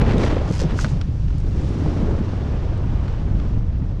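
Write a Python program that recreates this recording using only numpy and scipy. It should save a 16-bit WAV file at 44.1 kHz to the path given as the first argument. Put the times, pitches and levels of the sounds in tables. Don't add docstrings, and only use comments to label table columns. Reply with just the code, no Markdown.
import sys
import numpy as np
from scipy import signal
from scipy.fft import rfft, irfft
from scipy.io import wavfile
from scipy.ndimage import uniform_filter1d

SR = 44100
rng = np.random.default_rng(int(sys.argv[2]) if len(sys.argv) > 2 else 0)


def wav_out(sig):
    wavfile.write(sys.argv[1], SR, np.round(np.clip(np.atleast_2d(sig).T, -1, 1) * 32767).astype(np.int16))


N = 176400

# time_s, level_db
RUMBLE_LEVEL = [(0, -15.5), (.25, -18.5), (.5, -20), (.85, -21), (1.25, -19), (1.9, -19), (2.6, -19.5),
                (3.3, -18.5), (4, -20.5)]
# frequency_hz, density_db
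RUMBLE_SPECTRUM = [(10, -16), (22, -2), (42, 0), (80, -2), (120, -5.5), (180, -14), (280, -26),
                   (500, -51.5), (1200, -93.5)]
# time_s, level_db
GUST_LEVEL = [(0, -36), (.17, -20.5), (.33, -25), (.43, -29), (.5, -33), (.63, -29.5), (.78, -35),
              (.92, -33.5), (1.08, -40.5), (1.42, -37.5), (1.58, -29.5), (2.03, -25), (2.35, -30),
              (3.0, -36.5), (3.5, -34), (3.68, -41), (4, -38)]
# frequency_hz, density_db
BUFFET_SPECTRUM = [(50, 0), (130, 0.5), (280, 4), (450, -4), (750, -14.5), (1400, -23), (3000, -36),
                   (6000, -42), (12000, -66)]
# time_s, level_db
RUSH_LEVEL = [(0, -28.5), (.3, -41), (.45, -34), (.9, -40.5), (1.1, -49.5), (1.43, -50.5), (1.65, -45),
              (2.0, -41), (2.6, -39.5), (2.8, -40.5), (3.1, -40.5), (3.3, -43.5), (3.47, -42),
              (3.65, -47.5), (4, -49)]
# time_s, slope_db_per_octave
RUSH_SLOPE = [(0, -4.5), (1.2, 1.5), (1.65, 2.5), (2.1, -1), (2.7, -2.1), (4, -1.2)]
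# frequency_hz, density_db
RUSH_SPECTRUM = [(200, -5.5), (500, 1.5), (1000, -2.5), (1400, -6.5), (2100, -11), (3000, -12.5),
                 (4200, -17), (5700, -18.5), (8000, -30), (11000, -41), (15000, -90)]
# peak_s, level_db, rise_s, fall_s
FLUTTER_SWELLS = [(.018, -24, .007, 0.0047), (.11, -28, 0.056, .04), (.245, -29.5, 0.083, 0.13),
                  (.305, -30.5, 0.021, 0.058), (.535, -37, 0.013, 0.038), (.6, -35, 0.0037, .005),
                  (.71, -33, 0.022, 0.012)]
# frequency_hz, density_db
FLUTTER_SPECTRUM = [(300, 5.5), (800, 4.5), (1600, -0.5), (3300, -6.5), (5500, -17.5), (8000, -27),
                    (11000, -39), (15000, -79)]
# peak_s, level_db
AIR_SLAPS = [(0.021, -12), (.087, -21), (0.146, -18.5), (0.176, -15), (0.255, -16), (0.33, -15),
             (0.511, -16.5), (.645, -22.5), (0.657, -13), (.73, -17.5), (0.763, -20), (0.849, -13.5),
             (.934, -16), (.968, -20), (1.088, -23), (1.446, -26.5), (1.865, -19.5), (1.969, -21),
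             (2.035, -16), (2.211, -19.5), (2.935, -18.5), (3.574, -20.5), (3.824, -20.5)]
# frequency_hz, density_db
SLAP_SPECTRUM = [(60, -16), (125, 7), (190, 4.5), (300, -9.5), (600, -28.5), (1100, -43), (3000, -53.5),
                 (10000, -83.5)]
# peak_s, level_db, pitch_hz, rise_and_fall_s
CLOTH_FLAPS = [(.076, -21, 480, .007), (.16, -19, 450, .008), (.195, -21, 450, .008), (.24, -19, 450, .009),
               (.311, -19, 380, .005), (.3695, -17, 560, .0035), (.418, -24.5, 500, .004),
               (.51, -18, 350, .005), (.62, -22.5, 520, .005), (.648, -22, 320, .012),
               (.742, -24.5, 380, .005), (1.862, -27, 720, .003), (2.085, -23, 340, .012)]
# pitch_ratio, density_db
FLAP_SPECTRUM = [(.25, -16), (.55, 0), (1, 1.5), (1.45, -9.5), (2.3, -21.5), (6, -39.5), (20, -85)]
# peak_s, level_db, rise_s, fall_s, rasp_depth_db, pitch_hz
NYLON_SWISHES = [(.085, -52, 0.021, 0.03, -1, 5600), (.235, -41.5, 0.053, 0.079, 14, 5900),
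                 (.56, -40.5, 0.074, 0.05, 15, 6360), (.604, -32.5, 0.016, 0.025, 19, 5840),
                 (.814, -34, 0.037, 0.035, 4, 6370), (.893, -46.5, .012, 0.038, -2, 6550)]
# pitch_ratio, density_db
SWISH_SPECTRUM = [(.09, -0.5), (.25, -6.5), (.58, -6.5), (.8, -3), (1, -3), (1.25, -11.5), (1.55, -19.5),
                  (2.05, -33.5), (2.6, -50)]
# start_s, level_db, relative_body_db
LINE_TICKS = [(.134, -31, -10), (.234, -29, -10), (1.0125, -29, -6), (1.281, -44, 2), (1.304, -48, 12),
              (1.341, -46, -5), (3.08, -39, 8), (3.399, -42, 7)]
# frequency_hz, density_db
SNAP_SPECTRUM = [(400, -2), (1400, 9.5), (3500, 10), (5700, 2.5), (8000, -12), (11000, -27), (15000, -50)]
# frequency_hz, density_db
TICK_BODY_SPECTRUM = [(300, -6), (800, -2), (1400, 8), (2300, -20), (4000, -25.5), (12000, -53)]
# start_s, level_db
CLOTH_CRACKLES = [(.181, -37), (.249, -39), (1.381, -46), (1.401, -48), (1.462, -53), (1.69, -46),
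                  (2.775, -51)]
# frequency_hz, density_db
CRACKLE_SPECTRUM = [(2000, -4), (6000, 0), (9000, -4), (12500, -25), (15000, -42)]
# start_s, level_db, relative_thud_db, relative_crack_db
FITTING_KNOCKS = [(0.7897, -16, -28, -16), (.845, -16.5, -3, -6), (0.851, -27, -6, -4), (0.864, -39, -4, 4)]
# frequency_hz, relative_level_db, t60_s
FITTING_MODES = [(1280, -10, 0.039), (1486, 9, 0.0083), (1870, -6, 0.01), (2530, -13, 0.012)]

TIME_S = np.arange(N) / SR
BIN_HZ = np.arange(N // 2 + 1) * SR / N


def undb(db):
    return 10 ** (np.asarray(db) / 20)


def unit(x):
    return x / np.sqrt(np.mean(x ** 2))


def curve(rows):
    return np.interp(TIME_S, *np.array(rows).T)


def colour(x, spectrum):
    hz, db = np.array(spectrum).T
    gain = undb(np.interp(np.log(np.maximum(BIN_HZ, 1)), np.log(hz), db))
    return unit(irfft(rfft(x) * gain, N))


def noise(spectrum):
    return colour(rng.standard_normal(N), spectrum)


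def tuned(spectrum, pitch_hz):
    return [(ratio * pitch_hz, db) for ratio, db in spectrum]


def walk(rate_hz):
    return unit(irfft(rfft(rng.standard_normal(N)) / (1 + (BIN_HZ / rate_hz) ** 4), N))


def even(x, window_s=.004, share=.9):
    power = abs(signal.hilbert(x)) ** 2
    strength = uniform_filter1d(uniform_filter1d(power, int(window_s * SR)), int(window_s * SR / 2))
    return unit(x / strength ** (share / 2))


def swells(rows):
    power = 0
    for peak_s, db, rise_s, fall_s in rows:
        distance = abs(TIME_S - peak_s) / np.where(TIME_S < peak_s, rise_s, fall_s)
        power += undb(db) ** 2 * np.exp(-2 * distance ** 1.3)
    return np.sqrt(power)


def decay(start_s, t60_s, attack_s=.001):
    age_s = np.maximum(TIME_S - start_s, 0)
    return np.minimum(age_s / attack_s, 1) * np.exp(-np.log(1000) * np.minimum(age_s / t60_s, 10))


def bursts(rows, t60_s=.026):
    return sum(undb(db) * decay(start_s, t60_s) for start_s, db in rows)


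def ring(start_s, hz, t60_s):
    return np.sin(2 * np.pi * hz * (TIME_S - start_s)) * decay(start_s, t60_s)


def creases(spectrum, drive_db, per_s, spread_db):
    slips = (rng.random(N) < per_s / SR) * rng.standard_normal(N)
    size_db = spread_db * np.minimum(rng.exponential(size=N), 4)
    return colour(slips * undb(drive_db + size_db), spectrum)


def rumble(eddies, surge_db=1.16):
    return eddies * undb(curve(RUMBLE_LEVEL) + surge_db * walk(rate_hz=4.9))


def buffet(eddies, depth_db=1, flicker_db=1.5):
    turbulence = noise(BUFFET_SPECTRUM) * undb(depth_db * eddies + flicker_db * walk(rate_hz=20.2))
    return unit(turbulence) * undb(curve(GUST_LEVEL))


def rush(eddies, depth_db=.44, flicker_db=1.13):
    air, slope = rfft(noise(RUSH_SPECTRUM)), curve(RUSH_SLOPE)
    octave = np.clip(np.log2(np.maximum(BIN_HZ, 1) / 1000), -2, 4)
    hiss = 0
    for centre in range(-2, 5):
        band = irfft(air * np.maximum(1 - abs(octave - centre), 0), N)
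        hiss += band * undb(centre * slope + flicker_db * walk(rate_hz=26))
    return hiss * undb(curve(RUSH_LEVEL) + depth_db * eddies)


def wind(lull_s=.55, lull_half_width_s=.045, lull_db=-8.5):
    eddies = even(noise(RUMBLE_SPECTRUM), window_s=.028, share=.5)
    lull = undb(lull_db * np.exp(-((TIME_S - lull_s) / lull_half_width_s) ** 4))
    return lull * (buffet(eddies) + rush(eddies)) + rumble(eddies)


def flutter(depth_db=2):
    rustle = creases(FLUTTER_SPECTRUM, depth_db * walk(rate_hz=70), per_s=9000, spread_db=3.5)
    return rustle * swells(FLUTTER_SWELLS)


def slaps(rise_s=.0084, fall_s=.01):
    return even(noise(SLAP_SPECTRUM)) * swells([(at, db, rise_s, fall_s) for at, db in AIR_SLAPS])


def flaps():
    return sum(even(noise(tuned(FLAP_SPECTRUM, hz))) * swells([(peak_s, db, edge_s, edge_s)])
               for peak_s, db, hz, edge_s in CLOTH_FLAPS)


def swishes(catch_hz=100, jitter=.35):
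    catch_phase = np.cumsum(catch_hz * (1 + jitter * walk(rate_hz=60))) / SR % 1
    out = 0
    for *swell, rasp_db, hz in NYLON_SWISHES:
        hiss = creases(tuned(SWISH_SPECTRUM, hz), -rasp_db * catch_phase, per_s=20000, spread_db=1.2)
        out += hiss * swells([swell])
    return out


def ticks(snap):
    snap_envelope = bursts([(at, db) for at, db, _ in LINE_TICKS])
    body_envelope = bursts([(at, db + body_db) for at, db, body_db in LINE_TICKS])
    return snap * snap_envelope + even(noise(TICK_BODY_SPECTRUM)) * body_envelope


def clink(level_db=-21):
    return undb(level_db) * ring(start_s=.181, hz=3750, t60_s=.008)


def crackles():
    return noise(CRACKLE_SPECTRUM) * bursts(CLOTH_CRACKLES)


def knocks(snap):
    out = 0
    for start_s, db, thud_db, crack_db in FITTING_KNOCKS:
        modes = sum(undb(mode_db) * ring(start_s, hz, t60_s) for hz, mode_db, t60_s in FITTING_MODES)
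        thud = undb(thud_db) * ring(start_s, hz=582, t60_s=.035)
        crack = undb(crack_db) * snap * decay(start_s, t60_s=.014)
        out += undb(db) * (modes + thud + crack)
    return out


def scene():
    air = wind() + slaps()
    cloth = swishes() + flutter() + flaps()
    snap = noise(SNAP_SPECTRUM)
    harness = ticks(snap) + clink() + knocks(snap)
    return (air + cloth + harness + crackles())[None]


def record(dry, cutoff_hz=15000):
    return signal.sosfilt(signal.ellip(8, .2, 70, cutoff_hz, fs=SR, output="sos"), dry)


dry = scene()
out = record(dry)
wav_out(out)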